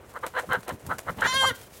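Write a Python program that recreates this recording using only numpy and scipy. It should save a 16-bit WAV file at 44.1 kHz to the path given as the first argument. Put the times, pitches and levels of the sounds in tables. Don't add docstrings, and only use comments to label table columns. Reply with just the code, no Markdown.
import sys
import numpy as np
from scipy import signal
from scipy.fft import rfft, irfft
from scipy.io import wavfile
from scipy.ndimage import uniform_filter1d

SR = 44100
rng = np.random.default_rng(int(sys.argv[2]) if len(sys.argv) > 2 else 0)


def transcribe(u):
    v = np.clip(np.atleast_2d(u).T, -1, 1)
    q = np.round(v * 32767).astype(np.int16)
    wavfile.write(sys.argv[1], SR, q)


N = 79380
T = np.arange(N) / SR


def amp(db):
    return 10 ** (np.asarray(db) / 20)


def unit(x):
    return x / np.sqrt(np.mean(x ** 2) + 1e-20)


def steady(x, size=500):
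    return x / np.sqrt(abs(uniform_filter1d(x ** 2, size)) + 1e-12)


def bump(at, half):
    return np.exp(-((T - at) / half) ** 2 / 2)


def drift(hz):
    return unit(irfft(rfft(rng.standard_normal(N)) / (1 + (np.fft.rfftfreq(N, 1 / SR) / hz) ** 4), N))


def level_at(spectrum, hz):
    f, db = np.transpose(spectrum)
    return np.interp(np.log(hz + 1), np.log(f + 1), db)


def colour(x, spectrum):
    size = 2048
    cepstrum = irfft(np.log(amp(level_at(spectrum, np.fft.rfftfreq(size, 1 / SR)))))
    cepstrum[1:size // 2] *= 2
    cepstrum[size // 2 + 1:] = 0
    taps = irfft(np.exp(rfft(cepstrum)))
    return signal.oaconvolve(x, taps / np.linalg.norm(taps))[:len(x)]


def lowpass(x, hz):
    return signal.sosfiltfilt(signal.butter(2, hz, fs=SR, output="sos"), x)


def resonate(x, hz, width_hz):
    turn = np.exp(2j * np.pi * np.cumsum(hz) / SR)
    r = np.exp(-np.pi * width_hz / SR)
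    return 2 * (turn * signal.lfilter([(1 - r) ** 2], [1, -2 * r, r * r], x / turn)).real


# (frequency [Hz], relative level [dB])
BACKGROUND_SPECTRUM = [(20, -20), (80, 3), (160, -4), (300, -7), (480, -3), (800, -9), (1900, -16),
                       (4500, -26), (7500, -25), (16000, -27)]
# (time [s], body gain [dB], treble gain [dB])
BACKGROUND_GAINS = [(0, -50, -53), (.3, -50, -51.5), (.8, -51.5, -53), (1.15, -48, -49),
                    (1.602, -50, -43.5), (1.702, -51.5, -50), (1.8, -51, -37)]


def background():
    times, body_db, treble_db = np.transpose(BACKGROUND_GAINS)
    noise = colour(rng.standard_normal(N), BACKGROUND_SPECTRUM)
    body = lowpass(noise, hz=2810)
    body_gain = amp(np.interp(T, times, body_db) + 1.33 * drift(86))
    treble_gain = amp(np.interp(T, times, treble_db) + 3.1 * drift(29))
    return body * body_gain + (noise - body) * treble_gain


def yard_echo(x):
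    coop_s, coop_db, fence_db, t60_s, top_hz = 0.0072, -9.5, -21.5, 0.38, 4200
    t = T[:SR // 2]
    taps = rng.standard_normal(len(t)) * (rng.random(len(t)) < 2000 / SR)
    coop = taps * (t < coop_s) * (t > coop_s / 10)
    fence = signal.lfilter(*signal.butter(1, top_hz, fs=SR), taps) * amp(-60 * t / t60_s) * (t > coop_s)
    response = amp(fence_db) * fence / np.linalg.norm(fence) + amp(coop_db) * coop / np.linalg.norm(coop)
    return signal.fftconvolve(x, response)[:N]


# (time [s], half length [s], level [dB])
WING_PUFFS = [(0.502, 0.019, -38), (0.582, 0.014, -39.5), (0.735, 0.015, -36), (0.885, 0.03, -38),
              (0.952, .02, -47), (1.105, 0.017, -36.5), (1.189, 0.014, -38), (1.255, 0.024, -39),
              (1.361, 0.032, -42), (1.463, 0.023, -38.5), (1.518, 0.0076, -35.5)]
# (frequency [Hz], relative level [dB])
PUFF_SPECTRUM = [(28, -42), (55, -3), (90, 2), (170, 1), (300, -7), (3000, -39.5)]


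def wings():
    swell = sum(amp(db) * bump(at, half) for at, half, db in WING_PUFFS)
    return swell * steady(colour(rng.standard_normal(N), PUFF_SPECTRUM), size=1000)


# (time [s], rise [s], decay [s], level [dB], tilt [dB/octave])
FEATHER_SNAPS = [(0.2642, 0.00049, .002, -25.5, -1), (0.386, 0.0098, 0.02, -37.5, -1.5),
                 (0.53, 0.0026, 0.0036, -39, 5), (0.63, 0.002, 0.0014, -37, -3),
                 (0.677, 0.0035, 0.0042, -34.5, -1), (0.69, 0.0022, 0.0038, -39, -1),
                 (0.864, 0.0015, 0.0062, -40.5, 3), (0.980, 0.0047, 0.0092, -33.5, 0),
                 (1.202, 0.007, 0.0069, -36.5, -1), (1.338, 0.003, 0.0045, -30.5, 0),
                 (1.479, 0.0084, 0.0073, -38, 0.5), (1.612, 0.003, 0.0022, -43, 1.5)]
# (frequency [Hz], relative level [dB])
FEATHER_SPECTRUM = [(150, -4.5), (650, 10.5), (1500, 4), (5000, -5.5), (7500, -1), (11000, -2),
                    (16000, -10)]


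def feathers():
    rustle_db, fade_s, release_s = -57.5, 0.15, 1.345
    tail_db, tail_s = -13.5, 0.015
    grain = unit(rng.standard_normal(N) * amp(5 * drift(1570)))
    held = np.clip(T / fade_s, 0, 1) * np.clip((release_s - T) / fade_s, 0, 1)
    out = colour(grain * held * amp(rustle_db + 4.5 * drift(33)), FEATHER_SPECTRUM)
    for at, rise, decay, db, tilt in FEATHER_SNAPS:
        t = np.maximum(T - at - rise, 0)
        attack = np.clip((T - at) / rise, 0, 1) ** 2
        fade = np.exp(-t / decay) + amp(tail_db) * np.exp(-t / tail_s)
        tilted = [(f, level + tilt * np.log2(f)) for f, level in FEATHER_SPECTRUM]
        out += colour(grain * amp(db) * attack * fade, tilted)
    return out


# (time of full swell [s], rise [s], hold [s], fall [s], level [dB], resonance [Hz],
# resonance level [dB], treble gain [dB], roughness [noise share, capped at 1])
WINGBEAT_RASPS = [(0.165, 0.024, 0.0094, 0.01, -33, 1410, 0.5, -9, 0.61),
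                  (0.237, 0.01, 0.0075, 0.028, -28, 1300, -7.5, -3, 0.53),
                  (.370, 0.032, 0.026, 0.019, -25.5, 1640, -3, 1, 0.43),
                  (0.44, 0.017, 0.0022, 0.022, -36, 556, 7, 0, 0.56),
                  (0.523, 0.033, 0.03, 0.027, -22.5, 1564, 0, 0.5, 0.44),
                  (0.698, 0.035, 0.011, 0.02, -31.5, 930, -17, 0, 0.7),
                  (0.913, 0.023, 0.0094, 0.028, -24.5, 1400, 2.5, -6, 0.69),
                  (1.087, 0.022, 0.014, 0.012, -27.5, 1370, -10, -7.5, 0.69),
                  (1.186, 0.0086, 0.055, 0.011, -37, 930, -3, 6.5, 1.07),
                  (1.221, 0.0053, 0.014, 0.0086, -20.5, 1610, 5.5, 2.5, 0.83),
                  (1.25, 0.0071, 0.014, 0.029, -22.5, 1630, 2.5, -11, 0.69),
                  (1.442, 0.025, 0.013, 0.0038, -21, 1070, 9.5, -19, 1.1)]
# (frequency [Hz], relative level [dB])
RASP_SPECTRUM = [(150, -27), (320, -8.5), (460, 1), (680, 1.5), (1000, 3.5), (1550, -1), (2100, -4),
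                 (2450, -18), (3050, -9), (3550, -19.5), (4050, -15), (4600, -33.5), (16000, -36)]


def rasps():
    pitch_hz, sag_hz_per_s, resonance_drop = 507.6, 700, 0.23
    onset_s, rise_db, fall_db = 0.0018, 15.5, 17.5
    jitter = 0.075 * drift(250)
    strength = amp(3 * drift(200))
    out = np.zeros(N)
    for at, rise, hold, fall, db, resonance_hz, resonance_db, treble_db, rough in WINGBEAT_RASPS:
        rough = min(rough, 1)
        on = abs(T - at) < 0.15
        t = T[on] - at
        cycles = np.cumsum((pitch_hz - sag_hz_per_s * t) * (1 + jitter[on])) / SR
        pulses = np.diff(np.floor(cycles), prepend=0) * strength[on]
        noise = unit(rng.standard_normal(N)[on] * (0.37 + np.exp(-(cycles % 1) / 0.53)))
        drive = (1 - rough) * unit(pulses - pulses.mean()) + rough * noise
        spectrum = [(f, level + treble_db * (2350 < f < 4700)) for f, level in RASP_SPECTRUM]
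        body = unit(colour(drive, spectrum))
        onset = np.clip((t + rise) / onset_s + 1, 0, 1)
        swell = amp(-rise_db * np.maximum(-t / rise, 0) - fall_db * np.maximum((t - hold) / fall, 0))
        glide = 1 - resonance_drop * (1 - swell) * (t < 0)
        ring = unit(resonate(body, resonance_hz * glide, width_hz=500))
        rasp = steady(body + amp(resonance_db) * ring)
        dull = lowpass(rasp, resonance_hz)
        treble = (rasp - dull) * swell ** 0.33
        out[on] += amp(db) * onset * swell * (dull + treble)
    return out


# (time [s], pitch [Hz], level [dB], roughness [0-1], beak resonance gain [dB])
SQUAWK_COURSE = [(1.239, 455, -30.5, 0.43, -13), (1.257, 470, -25, 0.43, -34), (1.277, 513, -28, 0.2, 0),
                 (1.319, 517.7, -27, 0, 5), (1.324, 512.7, -29, 0.36, -1), (1.345, 528.5, -27, 0.07, -22),
                 (1.374, 538.8, -21, 0.03, 9.5), (1.442, 522.7, -25, 0.01, 1),
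                 (1.479, 531.3, -23.5, 0.13, 5), (1.497, 505.8, -27, 0.25, -6),
                 (1.512, 469, -30, 0.38, -3.5), (1.532, 448, -74, 0.35, -11)]
# (frequency [Hz], gain with beak half open [dB], gain with beak wide open [dB])
THROAT_SPECTRA = [(516, -21, -7.5), (1070, 5, -2.5), (1510, -1, 3), (2100, 2.5, -1.5), (2550, -8.5, -23.5),
                  (3480, -6, -6), (4030, 0, -9.5), (4650, -9.5, -12.5), (5450, -8.5, -27),
                  (5950, -2.5, -7.5), (5900, -8, -19), (6960, -10, -16), (7330, -6, -15), (7830, -37, -24),
                  (8750, -15, -23.5), (10090, -18.5, -14.5), (10800, -32, -26), (11700, -27, -24),
                  (12700, -28, -30)]
# (time [s], half length [s], frequency [Hz], level [dB])
SQUAWK_FLARES = [(1.38, 0.015, 3200, 0.5), (1.368, 0.023, 4820, -5.5)]


def squawk():
    opens_at_s, opening_s, full_voice_hz = 1.353, 0.04, 505.5
    beak_hz, width_hz, whistle_hz = 3083, 140, 8030
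    times, *columns = np.transpose(SQUAWK_COURSE)
    pitch, db, rough, beak_db = (np.interp(T, times, column) for column in columns)
    phase = 2 * np.pi * np.cumsum(pitch * (1 + 0.04 * rough * drift(287))) / SR
    on = (T > times[0]) & (T < times[-1])
    half_open = [(f, level) for f, level, _ in THROAT_SPECTRA]
    wide_open = [(f, level) for f, _, level in THROAT_SPECTRA]
    opening = (1 + np.tanh((T[on] - opens_at_s) / opening_s)) / 2
    dull_db = 0.44 * np.minimum(pitch[on] - full_voice_hz, 0)
    peaks = [(beak_hz, amp(3 + beak_db[on]))]
    peaks += [(hz, amp(level) * bump(at, half)[on]) for at, half, hz, level in SQUAWK_FLARES]
    voice = np.zeros(N)
    for k in range(1, 30):
        hz = k * pitch[on]
        throat = amp((1 - opening) * level_at(half_open, hz) + opening * level_at(wide_open, hz))
        beak = sum(height / (1 + ((hz - centre) / width_hz) ** 2) for centre, height in peaks)
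        treble_db = dull_db * np.clip(2 * np.log2(hz / beak_hz), 0, 1)
        waver_db = 3 * np.minimum(hz / 4500, 1) ** 2 * drift(19)[on]
        rasp_db = 3 * np.minimum(hz / 8000, 1) ** 2 * opening * drift(200)[on]
        gain = np.hypot(throat, beak) * amp(treble_db + waver_db + rasp_db)
        voice[on] += gain * np.cos(k * phase[on] + rng.uniform(0, 2 * np.pi))
    breath = colour(rng.standard_normal(N) * (1 + 0.51 * np.cos(phase)), wide_open)
    whistle = unit(resonate(rng.standard_normal(N), np.full(N, whistle_hz), width_hz=400))
    whistle *= bump(at=1.435, half=0.044)
    return on * amp(db) * (steady(voice) + amp(-1.5) * rough * breath + amp(-21) * whistle)


def scene():
    struggle = rasps() + feathers()
    cry = squawk()
    echo = yard_echo(cry + amp(-15) * struggle)
    return (struggle + cry + echo + wings() + background())[None]


def record(dry):
    taps = signal.firwin(511, cutoff=16050, window=("kaiser", 9), fs=SR)
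    return signal.oaconvolve(dry, taps[None], "same")


dry = scene()
out = record(dry)
transcribe(out)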